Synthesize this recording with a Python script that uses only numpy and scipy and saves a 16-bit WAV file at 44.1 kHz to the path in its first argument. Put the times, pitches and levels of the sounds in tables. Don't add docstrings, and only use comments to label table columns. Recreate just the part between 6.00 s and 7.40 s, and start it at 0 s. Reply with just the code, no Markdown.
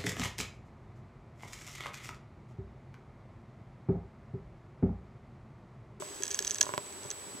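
import sys
import numpy as np
from scipy import signal
from scipy.fft import rfft, irfft
from scipy.io import wavfile

SR = 44100
rng = np.random.default_rng(int(sys.argv[2]) if len(sys.argv) > 2 else 0)


def put_to_file(sound):
    columns = np.atleast_2d(sound).T
    safe = np.clip(columns, -1, 1)
    whole_steps = np.round(safe * 32767)
    wavfile.write(sys.argv[1], SR, whole_steps.astype(np.int16))


def makeup_ratio(level_db):
    decades = np.asarray(level_db, float) / 20
    return 10 ** decades


N = 61740

# (frequency [Hz], level [dB], t60 [s], left-right [dB], left lead [rad])
SHELL_LOW = [(1720, -9, .02, -4, .8), (2130, -13, .01, -4, .8), (2850, -7, .007, -4, .8),
             (3300, -1, .008, -4, .8), (3850, -1, .006, -4, .8)]
SHELL_MID = [(4720, -1, .007, -3, .9), (5240, 0, .007, -3, .9)]
SHELL_MAIN = [(6090, -4, .008, -3.5, .95), (6280, 0, .009, -3.5, .95), (6490, -4, .008, -3.5, .95),
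              (7180, -13, .005, -3, .95)]
SHELL_HIGH = [(9150, 0, .005, -3, .8), (10500, -3, .004, -1, 1.2), (12400, -6, .003, 4, 1.6),
              (14300, -8, .003, 4, 1.6)]


def evened(x):
    return x / np.sqrt(np.mean(x ** 2) + 1e-20)


def read(points, hz):
    f, value = np.transpose(points)
    return np.interp(np.log(hz + 1), np.log(f + 1), value)


def panned(left_right_db):
    return makeup_ratio(np.array([[0.5], [-0.5]]) * left_right_db)


def lead_left(rad):
    return np.exp(1j * np.array([[rad], [0]]))


def add(mix, s, sound):
    part = mix[:, round(s * SR):][:, :sound.shape[1]]
    part += sound[:, :part.shape[1]]


def cut(x, hz, kind):
    return signal.sosfilt(signal.butter(3, hz, kind, fs=SR, output="sos"), x)


def ring(modes, detune=0.004, spread_db=1.4):
    t = np.arange(4096) / SR
    out = 0
    for hz, db, t60_s, left_right_db, lead_rad in modes:
        off_pitch, off_level = rng.standard_normal(2)
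        phase = 2 * np.pi * hz * (1 + detune * off_pitch) * t + np.array([[0.5], [-0.5]]) * lead_rad
        decay = makeup_ratio(db + spread_db * off_level - 60 * t / t60_s)
        out = out + panned(left_right_db) * decay * np.sin(phase)
    return out / np.sqrt(sum(makeup_ratio(mode[1]) ** 2 for mode in modes))


def hiss():
    # (frequency [Hz], density [dB per Hz])
    colour = [(15, -48), (25, -10.5), (238, -4), (409, -0.5), (481, -5), (6860, -14.5), (7860, -8),
              (8760, -14.5), (16400, -26)]
    # (frequency [Hz], correlation [0-1])
    likeness = [(60, 0.42), (240, 0.71), (950, 0.34), (3770, 0.24), (15000, 0.099)]
    # (frequency [Hz], left-right [dB])
    balance = [(60, 1), (3000, -0.5), (15000, 0)]
    hz = np.fft.rfftfreq(N, 1 / SR)
    left, other = rfft(rng.standard_normal((2, N)))
    same = read(likeness, hz)
    right = same * left + np.sqrt(1 - same ** 2) * other
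    spectrum = np.array([left, right]) * makeup_ratio(read(colour, hz)) * panned(read(balance, hz))
    return makeup_ratio(-48.5) * evened(irfft(spectrum, N))


def hum():
    # (centre [Hz], width [Hz], level [dB], left-right [dB])
    resonances = [(99, 51, -65.5, -4), (398.6, 56, -63.5, 16), (598, 24, -72.5, 19), (1000, 290, -64, -4),
                  (6330, 220, -77.5, -17), (8300, 420, -75, 0)]
    hz = np.fft.rfftfreq(N, 1 / SR)
    out = 0
    for centre_hz, width_hz, db, left_right_db in resonances:
        band = rfft(rng.standard_normal(N)) / (1 + (2 * (hz - centre_hz) / width_hz) ** 2)
        out = out + makeup_ratio(db) * panned(left_right_db) * evened(irfft(band, N))
    return out


def whine():
    pictures_per_s, flip_s, late_s = 30 / 1.001, 0.0226, 0.0172
    lower_hz, upper_hz, buzz_hz, buzz_t60_s = 7867.15, 8265, 8620, 0.006
    t = np.arange(N) / SR

    def flips(start_s):
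        return np.tanh(np.sin(np.pi * pictures_per_s * (t - start_s)) / 0.03)

    lower = flips(flip_s) * makeup_ratio(-47) * panned(-2.2) * np.sin(2 * np.pi * lower_hz * t)
    late = flips(flip_s + late_s)
    turn = np.exp(2j * np.pi * upper_hz * t)
    upper = makeup_ratio(-55.3) * late * turn * lead_left(3.9)
    short_t = t[:900]
    strike = makeup_ratio(-50.5 - 60 * short_t / buzz_t60_s) * np.exp(2j * np.pi * buzz_hz * short_t)
    buzz = signal.fftconvolve(np.gradient(np.sign(late)) * turn, strike)[:N] * lead_left(2.4)
    return lower + (upper + buzz).real


def drag():
    # (time [s], level [dB])
    loudness = [(0.0, -49.5), (0.288, -49.5), (0.42, -46), (0.466, -42), (0.612, -50), (0.69, -46.5),
                (0.838, -83), (1.4, -82)]
    grains_per_s, spread_db = 1500, 3.5
    strength = makeup_ratio(spread_db * np.minimum(rng.exponential(1, N), 3))
    grit = strength * (rng.random(N) < grains_per_s / SR) * rng.choice([-1, 1], N)
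    shell = ring(SHELL_MAIN) + ring(SHELL_LOW + SHELL_MID) + makeup_ratio(-9.5) * ring(SHELL_HIGH)
    scrape = evened(signal.fftconvolve(shell, grit[None], axes=1)[:, :N])
    s, db = np.transpose(loudness)
    return scrape * makeup_ratio(np.interp(np.arange(N) / SR, s, db) - 4)


def motor_ticks():
    # (time [s], level [dB])
    steps = [(.002, -37.5), (.105, -40.5), (.202, -36), (.301, -40), (.402, -35), (.503, -48.5),
             (.598, -46.5), (.721, -40), (1.052, -42.5)]
    # (frequency [Hz], level [dB], t60 [s], left-right [dB], left lead [rad])
    case_modes = [(392.6, 0, 0.086, 8.1, 0.14), (590, -9.5, 0.032, 0.91, 0.82)]
    rise_s = 0.003
    rise = np.minimum(np.arange(4096) / SR / rise_s, 1)
    out = np.zeros((2, N))
    for s, db in steps:
        add(out, s, makeup_ratio(db) * rise * ring(case_modes))
    return out


def sharp_edges():
    # (time [s], level [dB], top [dB])
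    cracks = [(.0218, -50, -6), (.3901, -33, 10), (.4485, -37, -6), (.6117, -29, 12), (.6134, -31, 12),
              (.6916, -44, -8), (.7381, -31, -7), (.7787, -25, 3), (1.051, -44, -6), (1.1132, -42, -10)]
    # (frequency [Hz], level [dB], t60 [s], left-right [dB], left lead [rad])
    body = [(1750, -2, .004, -6, 1), (2300, -2, .004, -5, .8), (3250, 0, .004, -5, .8)]
    top = [(4200, -1, .003, -3, .9), (5300, 0, .003, -3, .9), (6800, 0, .003, -3, .9),
           (10500, -11, .0015, -2, 1)]
    out = np.zeros((2, N))
    for s, db, top_db in cracks:
        add(out, s, -makeup_ratio(db) * (ring(body) + makeup_ratio(top_db) * ring(top)))
    return out


def tray_knocks():
    # (time [s], level [dB], brightness [dB])
    blows = [(0.0226, -36.5, 3), (0.391, -50.5, 6), (0.5104, -48, -3), (0.6161, -46, 9), (0.6357, -47, 11),
             (0.6471, -50, 12.5), (0.6672, -41, 11), (0.6923, -36, 6.5), (0.7014, -53, 12.5),
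             (0.71, -49, 9), (0.7203, -53, 12.5), (0.7384, -34, 8), (0.7786, -30.5, 8), (1.051, -51, 9.5),
             (1.249, -64, 7)]
    # (frequency [Hz], level [dB], t60 [s], left-right [dB], left lead [rad])
    dull = [(163, -0.5, 0.02, -24, 0.15), (405.2, -0.5, 0.12, 12.5, 1), (603, 8.5, 0.068, 3.5, 0.91)]
    bright = [(995, 0, .042, -9, 1.5), (1095, -3, .035, -9, 1.5), (1380, -7, .022, -10, 1.5),
              (770, -14, .011, -6, 1.2)]
    out = np.zeros((2, N))
    for s, db, bright_db in blows:
        add(out, s, -makeup_ratio(db - 1) * (ring(dull) + makeup_ratio(bright_db - 1.5) * ring(bright)))
    return out


def slip(level_db, low_db, mid_db, high_db):
    trail_s, contact_s = 0.0006, 0.00027
    t = np.arange(200) / SR
    burst = 0.2 * rng.standard_normal(200) * (rng.random(200) < 0.3) * np.exp(-t / trail_s)
    burst[0] = 1
    soft = 1 - np.exp(-(np.arange(1500) / SR / contact_s) ** 2)
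    families = [(SHELL_MAIN, 0, 0.004, 1.4), (SHELL_LOW, low_db + 0.3, 0.012, 2),
                (SHELL_MID, mid_db, 0.012, 2), (SHELL_HIGH, high_db - 1.6, 0.012, 2)]
    out = 0
    for modes, db, detune, spread_db in families:
        rung = soft * ring(modes, detune, spread_db)[:, :1500]
        part = signal.fftconvolve(rung, burst[None], axes=1)
        onset_rms = np.sqrt(np.mean(part.mean(0)[:88] ** 2))
        out = out + makeup_ratio(db) * part / onset_rms
    return makeup_ratio(level_db - 2) * out


def rasp_slips():
    # (time [s], level [dB], low modes [dB], middle modes [dB], high modes [dB])
    strong = [(0.2346, -22, -13, -16, -14), (0.2795, -29.5, -16, -13, -13), (0.3127, -26.3, -19, -12, -22),
              (0.3451, -22, -15, -17, -19), (0.39, -26, -2, 2, -4), (0.3914, -28, -9, -6, -12),
              (0.3928, -28, -14, -14, -20), (0.4248, -30, -13, -14, -13), (0.4481, -29.2, -4, -10, -8),
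              (0.4703, -27.8, -11, -18, -13), (0.4732, -33, -14, -19, -17), (0.4766, -23.4, -15, -18, -15),
              (0.5087, -21.7, -12, -21, -18), (0.5149, -26.8, -15, -18, -20),
              (0.5454, -26.3, -16, -13, -12), (0.5842, -29.7, -8, -14, -15), (0.6097, -14.5, -11, -12, -16),
              (0.6116, -19.5, -4, -2, -9), (0.6134, -17.5, -11, -8, -16), (0.6279, -23, -12, -10, -15),
              (0.6293, -22.5, -21, -15, -18), (1.1036, -28.5, -14, -14, -20), (1.1116, -35, -10, -8, -14),
              (1.113, -31.2, -7, -11, -16)]
    # (time [s], level [dB])
    faint = [(0.1871, -50), (0.2231, -34), (0.2399, -54), (0.2422, -43), (0.249, -43), (0.2541, -35),
             (0.2668, -35), (0.3006, -48), (0.3059, -33), (0.3084, -37.5), (0.3158, -34), (0.3184, -37.7),
             (0.3216, -47), (0.325, -48), (0.3269, -38.6), (0.3302, -47), (0.3398, -44), (0.3506, -37),
             (0.3547, -38), (0.3747, -45), (0.4029, -38), (0.4606, -53), (0.4657, -59), (0.4975, -33)]
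    stray = [(0.5037, -52), (0.5225, -41), (0.5565, -32), (0.5614, -39), (0.6229, -44), (0.6359, -44),
             (0.6412, -43), (0.6553, -38), (0.7452, -41), (0.8612, -46), (0.9252, -44), (1.0328, -44),
             (1.043, -46), (1.06, -48), (1.069, -50), (1.198, -49)]
    early_s = 0.0001
    out = np.zeros((2, N))
    for s, *levels in strong:
        add(out, s - early_s, slip(*levels))
    for s, db in list(faint) + list(stray):
        add(out, s - early_s, slip(db - 0.7, -6, -5, -9.5))
    return out


def soft_bumps():
    # (time [s], level [dB], pitch [Hz])
    nudges = [
        (1.055, -41, 135),
        (1.27, -45, 169),
        (1.348, -41, 280),
    ]
    out = np.zeros((2, N))
    for s, db, hz in nudges:
        add(out, s, makeup_ratio(db) * ring([(hz, 0, 0.045, -12.5, 0.3)]))
    return out


def near_walls(x):
    t60_s, gap_s = 0.06, 0.002
    t = np.arange(6000) / SR
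    tail = rng.standard_normal((2, 6000)) * makeup_ratio(-60 * t / t60_s) * (t > gap_s)
    return signal.fftconvolve(x, tail / np.linalg.norm(tail[0]), axes=1)[:, :N]


def scene():
    shell = cut(drag() + rasp_slips(), 1450, "high")
    contacts = cut(motor_ticks() + sharp_edges() + tray_knocks() + soft_bumps(), 90, "high")
    near = cut(shell + contacts, 15600, "low")
    return near + makeup_ratio(-20) * near_walls(near) + hiss() + hum() + whine()


def roll_off(x):
    return signal.sosfilt(signal.butter(12, 16500, fs=SR, output="sos"), x)


def record(dry):
    edge = signal.firwin(255, 16200, window=("kaiser", 9), fs=SR)
    mix = signal.oaconvolve(dry, edge[None], "same")
    return roll_off(mix)


dry = scene()
out = record(dry)
put_to_file(out)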